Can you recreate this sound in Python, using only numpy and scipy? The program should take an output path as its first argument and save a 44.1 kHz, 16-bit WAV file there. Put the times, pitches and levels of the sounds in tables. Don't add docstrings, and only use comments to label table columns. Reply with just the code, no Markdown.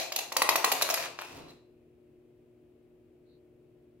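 import sys
import numpy as np
from scipy import signal
from scipy.fft import rfft, irfft
from scipy.io import wavfile
from scipy.ndimage import uniform_filter1d

SR = 44100
rng = np.random.default_rng(int(sys.argv[2]) if len(sys.argv) > 2 else 0)


def materialize(psi):
    bounded = np.clip(np.atleast_2d(psi).T, -1, 1)
    quanta = np.round(bounded * 32767).astype(np.int16)
    wavfile.write(sys.argv[1], SR, quanta)


N = 176400
LEAD = int(.1 * SR)
TIME = np.arange(-LEAD, N) / SR

# freq_hz, left_right_correlation
STEREO_LIKENESS = [(60, .8), (300, .8), (600, .35), (1200, .4), (2500, .3), (5000, 0), (15000, 0)]
# freq_hz, relative_db
AIR_SPECTRUM = [(15, -57), (25, -27.5), (56, -16), (160, -11), (204, -29), (227, -17.5), (289, -12.5),
                (359, -12.5), (389, -13), (457, -13), (509, -22.5), (598, -18.5), (850, -33), (1200, -37),
                (1800, -39.5), (2560, -37), (3600, -45), (5730, -51), (15500, -49.5)]
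# pitch_hz, level_db
HUM_TONES = [(120, -76), (240.3, -70.5), (317, -72), (360.1, -62.5), (479, -81), (600, -81.5)]
# delay_s, left_gain, right_gain
REFLECTIONS = [(.0037, 0.3, .2), (0.0161, .14, 0.039)]
# freq_hz, level_db, t60_s, left_minus_right_db
REVERB_BANDS = [(80, 14, .6, -1.5), (154, 13, .6, -2.5), (192, -10, .6, 6.5), (263, 5.5, 0.34, 2),
                (383.2, 6.5, 0.55, 1.5), (700, 0.5, 0.47, 5.5), (1099, -2, 0.54, 7.5),
                (1597, -3, 0.39, -2.5), (2600, -1, 0.38, 2.5), (4500, -2, 0.43, 2), (8250, -4, .38, -2),
                (11200, -4.5, .3, 5.5), (15830, -8, 0.33, -3)]
# pitch_hz, gain_db
ROOM_MODES = [(524, -58.5), (567, -59), (703, -60), (791, -65), (902, -62.5), (1017, -62.5), (1214, -59.5),
              (2017, -70)]
# time_s, level_db
ROLL_ENVELOPE = [(1.17, -67), (1.23, -82), (1.33, -50.5), (1.39, -47), (1.45, -51), (1.52, -55),
                 (1.58, -65), (1.7, -80)]
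# freq_hz, relative_db
ROLL_SPECTRUM = [(30, -13.5), (60, -5), (110, -3), (160, 0), (200, -9.5), (280, 3), (500, -3.5),
                 (1200, -10), (1800, -23), (2500, -15), (5000, -33.5), (15000, -47.5)]
# time_s, level_db
WHIRR_ENVELOPE = [(.92, -75), (.945, -51), (1.02, -53), (1.17, -64), (1.22, -51), (1.33, -68), (1.6, -89),
                  (2.3, -100)]
# time_s, level_db
SQUEAK_ENVELOPE = [(1.36, -91), (1.41, -68), (1.46, -74), (1.505, -59.5), (1.54, -95)]
# time_s, level_db
SCUFF_ENVELOPE = [(0, -44.5), (.04, -45.5), (.09, -69), (.17, -66), (.22, -50), (.29, -63.5), (.4, -54),
                  (.78, -43), (.95, -46.5), (1.06, -38), (1.10, -103), (1.2, -53), (1.28, -56.5),
                  (1.35, -55), (1.46, -70.5), (1.505, -61.5), (1.55, -78)]
# freq_hz, relative_db
SCUFF_SPECTRUM = [(200, -9), (680, -1.5), (900, -6.5), (1450, -0.5), (2000, 0), (3000, -3), (4200, -2.5),
                  (7000, -6.5), (9000, -10.5), (12000, -12.5), (16000, -17)]
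# pitch_hz, width_hz, gain_db
CASE_RESONANCES = [(693, 130, -1), (1350, 690, -12.5), (2403, 600, -4), (4020, 510, -2), (4650, 650, -4),
                   (5410, 470, -4.5), (6340, 900, -5), (8100, 1600, -8), (11300, 1400, -2.5),
                   (12900, 1500, -5), (15000, 2500, -11)]
# pitch_hz, rim_hit_db, side_hit_db, t60_s
KNOCK_MODES = [(829, -14.5, -48.5, 0.0079), (1070, -10, -17, 0.012), (1260, -21.5, -5.5, 0.0051),
               (1560, -40.5, -19.5, 0.0054), (1931, -16, -44.5, 0.015), (2420, -20.5, -16.5, 0.022),
               (2700, -35, -20.5, 0.003), (4400, -23.5, -23.5, 0.0062), (6600, -22, -28.5, 0.011)]
# start_s, knock_db, rattle_db, rattle_hollow_db, rattle_treble_db, rattle_hold_s
CONTACTS = [(-.022, -21, -7.5, 1, -3, .018), (0.1201, -22.5, -16.5, 1.5, -6, .0055),
            (.1600, -33, -11.5, 0, -0.5, 0.0012), (0.1872, -29.5, -13.5, 0.5, -4, 0.0034),
            (0.3202, -21, -18.5, 6.5, -3, .004), (.3660, -8, -6.5, 2, -1.5, .001),
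            (0.4194, -1.5, -9, 0, 0.5, .0023), (.4901, -0.5, -6, -3, -3, 0.0017),
            (.5569, -3, -7.5, -8.5, -1, 0.0026), (.6441, -4.5, -6, -0.5, 0, 0.0015),
            (.7165, -15, -7, 3, 0, 0.006), (0.8131, -11, -21, 0.5, 2.5, .003),
            (.8200, -20.5, -8.5, 1, -4, 0.00042), (.8243, -25, -8.5, 4, -2, 0.00056),
            (0.8904, -12.5, -22, -4, 2, .002), (0.899, -20, -7, 5, -3.5, 0.0089),
            (.9395, -18, -9, -2.5, 0, 0.0042), (0.9758, -16, -18, 3.5, -9.5, 0.0052),
            (1.061, -22, -36, 8, -16, 0.0027), (1.1896, -18.5, -26.5, 4, -24, 0.00067),
            (1.2130, -33, -33, 10, 4.5, 0.002), (1.2204, -20.5, -43, -12, -10, .002)]

FALL_S = .8
RATTLE_BOOST_DB, RATTLE_DELAY_S, RATTLE_DECAY_S = 19, .001, .004


def from_db(db):
    return 10 ** (np.asarray(db) / 20)


def envelope(curve):
    time_s, level_db = np.transpose(curve)
    return from_db(np.interp(TIME, time_s, level_db)) * (TIME < time_s[-1])


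def unit_power(x):
    return x / np.sqrt(np.mean(x ** 2) + 1e-20)


def at_hz(rows, hz, column=1):
    rows = np.array(rows)
    return np.interp(np.log(hz + 1), np.log(rows[:, 0]), rows[:, column])


def ring(x, hz, t60_s):
    radius, angle = from_db(-60 / (t60_s * SR)), 2 * np.pi * hz / SR
    return signal.lfilter([0, np.sin(angle)], [1, -2 * radius * np.cos(angle), radius ** 2], x + 1e-18)


def strike(x, hz, t60_s):
    return np.diff(ring(x, hz, t60_s), prepend=0) / (2 * np.sin(np.pi * hz / SR))


def resonate(x, hz, width_hz):
    radius, angle = np.exp(-np.pi * width_hz / SR), 2 * np.pi * hz / SR
    feedforward = np.array([1, 0, -1]) * (1 - radius ** 2) / 2
    return signal.lfilter(feedforward, [1, -2 * radius * np.cos(angle), radius ** 2], x + 1e-18)


def diffuse_spectrum(size):
    hz = np.fft.rfftfreq(size, 1 / SR)
    mid, side = rfft(rng.standard_normal((2, size)))
    alike = at_hz(STEREO_LIKENESS, hz)
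    return hz, np.sqrt((1 + alike) / 2) * mid + np.sqrt((1 - alike) / 2) * side * [[1], [-1]]


def noise_bed(spectrum):
    hz, white = diffuse_spectrum(len(TIME))
    return unit_power(irfft(white * from_db(at_hz(spectrum, hz)), len(TIME)))


def crackle(size, clicks_per_s, shared=.51):
    centre = np.sqrt(shared) * rng.standard_normal(size)
    sides = np.sqrt(1 - shared) * rng.standard_normal((2, size))
    return (centre + sides) * (rng.random(size) < clicks_per_s / SR)


def room_tone():
    hum = sum(from_db(db) * np.sqrt(2) * np.sin(2 * np.pi * (hz * TIME + rng.random()))
              for hz, db in HUM_TONES)
    air = from_db(-64.5) * noise_bed(AIR_SPECTRUM)
    return (hum + air) * from_db([[1.1], [-1.1]])


def far_chirp(start_s=3.275, end_s=3.375, fade_s=.05, level_db=-76.5):
    band = signal.butter(4, [3750, 4500], "band", fs=SR, output="sos")
    rasp = unit_power(signal.sosfilt(band, rng.standard_normal((2, len(TIME)))))
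    swell = np.clip(np.minimum(TIME - start_s, end_s - TIME) / fade_s + .5, 0, 1)
    return from_db(level_db) * swell * rasp


def room_response(predelay_s=.00065, build_s=.008, path_spread=.031):
    t = np.arange(SR) / SR
    hz, white = diffuse_spectrum(SR)
    pan_db = at_hz(REVERB_BANDS, hz, column=3) * np.array([[.5], [-.5]])
    wash = white * from_db(at_hz(REVERB_BANDS, hz) + pan_db)
    attack = 1 - np.exp(-np.maximum(t - predelay_s, 0) / build_s)
    edges_hz = np.r_[0, np.geomspace(700, 16000, 7), SR]
    response = np.zeros((2, SR))
    for low, high in zip(edges_hz, edges_hz[1:]):
        t60_s = at_hz(REVERB_BANDS, (low + high) / 2, column=2)
        fade = attack * from_db(-60 * t / t60_s)
        band = irfft(wash * (hz >= low) * (hz < high), SR)
        response += band * fade / np.sqrt(np.sum(fade ** 2))
    for delay_s, *gains in REFLECTIONS:
        taps = delay_s * SR * (1 + path_spread * rng.uniform(-1, 1, 2))
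        response[[0, 1], taps.astype(int)] += gains
    return response


def reverb(toy, spots=6):
    spot = np.searchsorted(np.array(CONTACTS)[:, 0] - RATTLE_DELAY_S, TIME) % spots
    sends = uniform_filter1d(1. * (spot == np.arange(spots)[:, None]), size=88)
    wet = sum(signal.fftconvolve(toy[:1] * send, room_response(), axes=1) for send in sends)
    tones = sum(from_db(db) * ring(toy[0], hz, t60_s=.52) for hz, db in ROOM_MODES)
    return wet[:, :len(TIME)] + tones * from_db([[1.5], [-1.5]])


def direct_sound(toy):
    left = toy[0] + .41 * resonate(toy[0], hz=1900, width_hz=650)
    right = toy[1] + .66 * resonate(toy[1], hz=4600, width_hz=2500)
    return np.array([from_db(1.5) * np.roll(left, 3), right])


def rolling():
    return envelope(ROLL_ENVELOPE) * noise_bed(ROLL_SPECTRUM)


def flywheel_whirr(pitch_hz=2600, stage_width_hz=520):
    rub = resonate(rng.standard_normal(len(TIME)), pitch_hz, stage_width_hz)
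    whirr = resonate(rub, pitch_hz, stage_width_hz)
    return envelope(WHIRR_ENVELOPE) * unit_power(whirr)


def squeak():
    rub = resonate(rng.standard_normal(len(TIME)), hz=4000, width_hz=120)
    return envelope(SQUEAK_ENVELOPE) * unit_power(rub)


def scuffing():
    size = len(TIME)
    accent_db = .5 * np.minimum(rng.exponential(1, size), 3)
    grains = from_db(accent_db) * crackle(size, clicks_per_s=1400)
    colour = from_db(at_hz(SCUFF_SPECTRUM, np.fft.rfftfreq(size, 1 / SR)))
    return envelope(SCUFF_ENVELOPE) * unit_power(irfft(rfft(grains) * colour, size))


def plastic_case(clicks, hollow_db, treble_db):
    out = 0
    for k, (hz, width_hz, db) in enumerate(CASE_RESONANCES):
        detune, scatter_db = rng.uniform(-1, 1, 2) * [.07, 2]
        tone_db = hollow_db * (hz < 1000) + treble_db * (hz > 7500)
        gain = (-1) ** k * from_db(db + scatter_db + tone_db)
        out = out + gain * resonate(clicks, hz * (1 + detune), width_hz)
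    return out


def rattles():
    t = np.arange(SR // 20) / SR
    out = np.zeros((2, len(TIME)))
    for start_s, _, rattle_db, hollow_db, treble_db, hold_s in CONTACTS:
        fade = np.exp(-np.maximum(t - hold_s, 0) / RATTLE_DECAY_S)
        burst = fade * crackle(len(t), clicks_per_s=6000)
        energy = np.sum(burst ** 2, axis=1, keepdims=True)
        burst *= from_db(RATTLE_BOOST_DB + rattle_db) / np.sqrt(energy + 1e-20)
        onset = LEAD + int((start_s + RATTLE_DELAY_S) * SR)
        out[:, onset:onset + len(t)] += plastic_case(burst, hollow_db, treble_db)
    return out


def knocks(soften_hz=3260):
    out = np.zeros(len(TIME))
    click = signal.unit_impulse(SR // 10)
    for start_s, knock_db, *_ in CONTACTS:
        onset = LEAD + int(start_s * SR)
        for hz, rim_db, side_db, t60_s in KNOCK_MODES:
            scatter_db, detune = rng.standard_normal(2) * [1.5, .02]
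            mode_db = rim_db if start_s < FALL_S else side_db
            gain = from_db(knock_db + mode_db + scatter_db)
            out[onset:onset + len(click)] -= gain * strike(click, hz * (1 + detune), t60_s)
    wood_softening = signal.butter(1, soften_hz, fs=SR, output="sos")
    return signal.sosfilt(wood_softening, out)


def scene():
    toy = knocks() + rattles() + scuffing() + squeak() + flywheel_whirr()
    low_cut = signal.butter(2, 270, "high", fs=SR, output="sos")
    toy = signal.sosfilt(low_cut, toy)
    mix = direct_sound(toy) + reverb(toy) + rolling() + room_tone() + far_chirp()
    return mix[:, LEAD:]


def record(dry, ceiling=.63, cutoff_hz=15800):
    rounded = ceiling * np.tanh(dry / ceiling)
    return signal.sosfilt(signal.ellip(10, .2, 80, cutoff_hz, fs=SR, output="sos"), rounded)


dry = scene()
out = record(dry)
materialize(out)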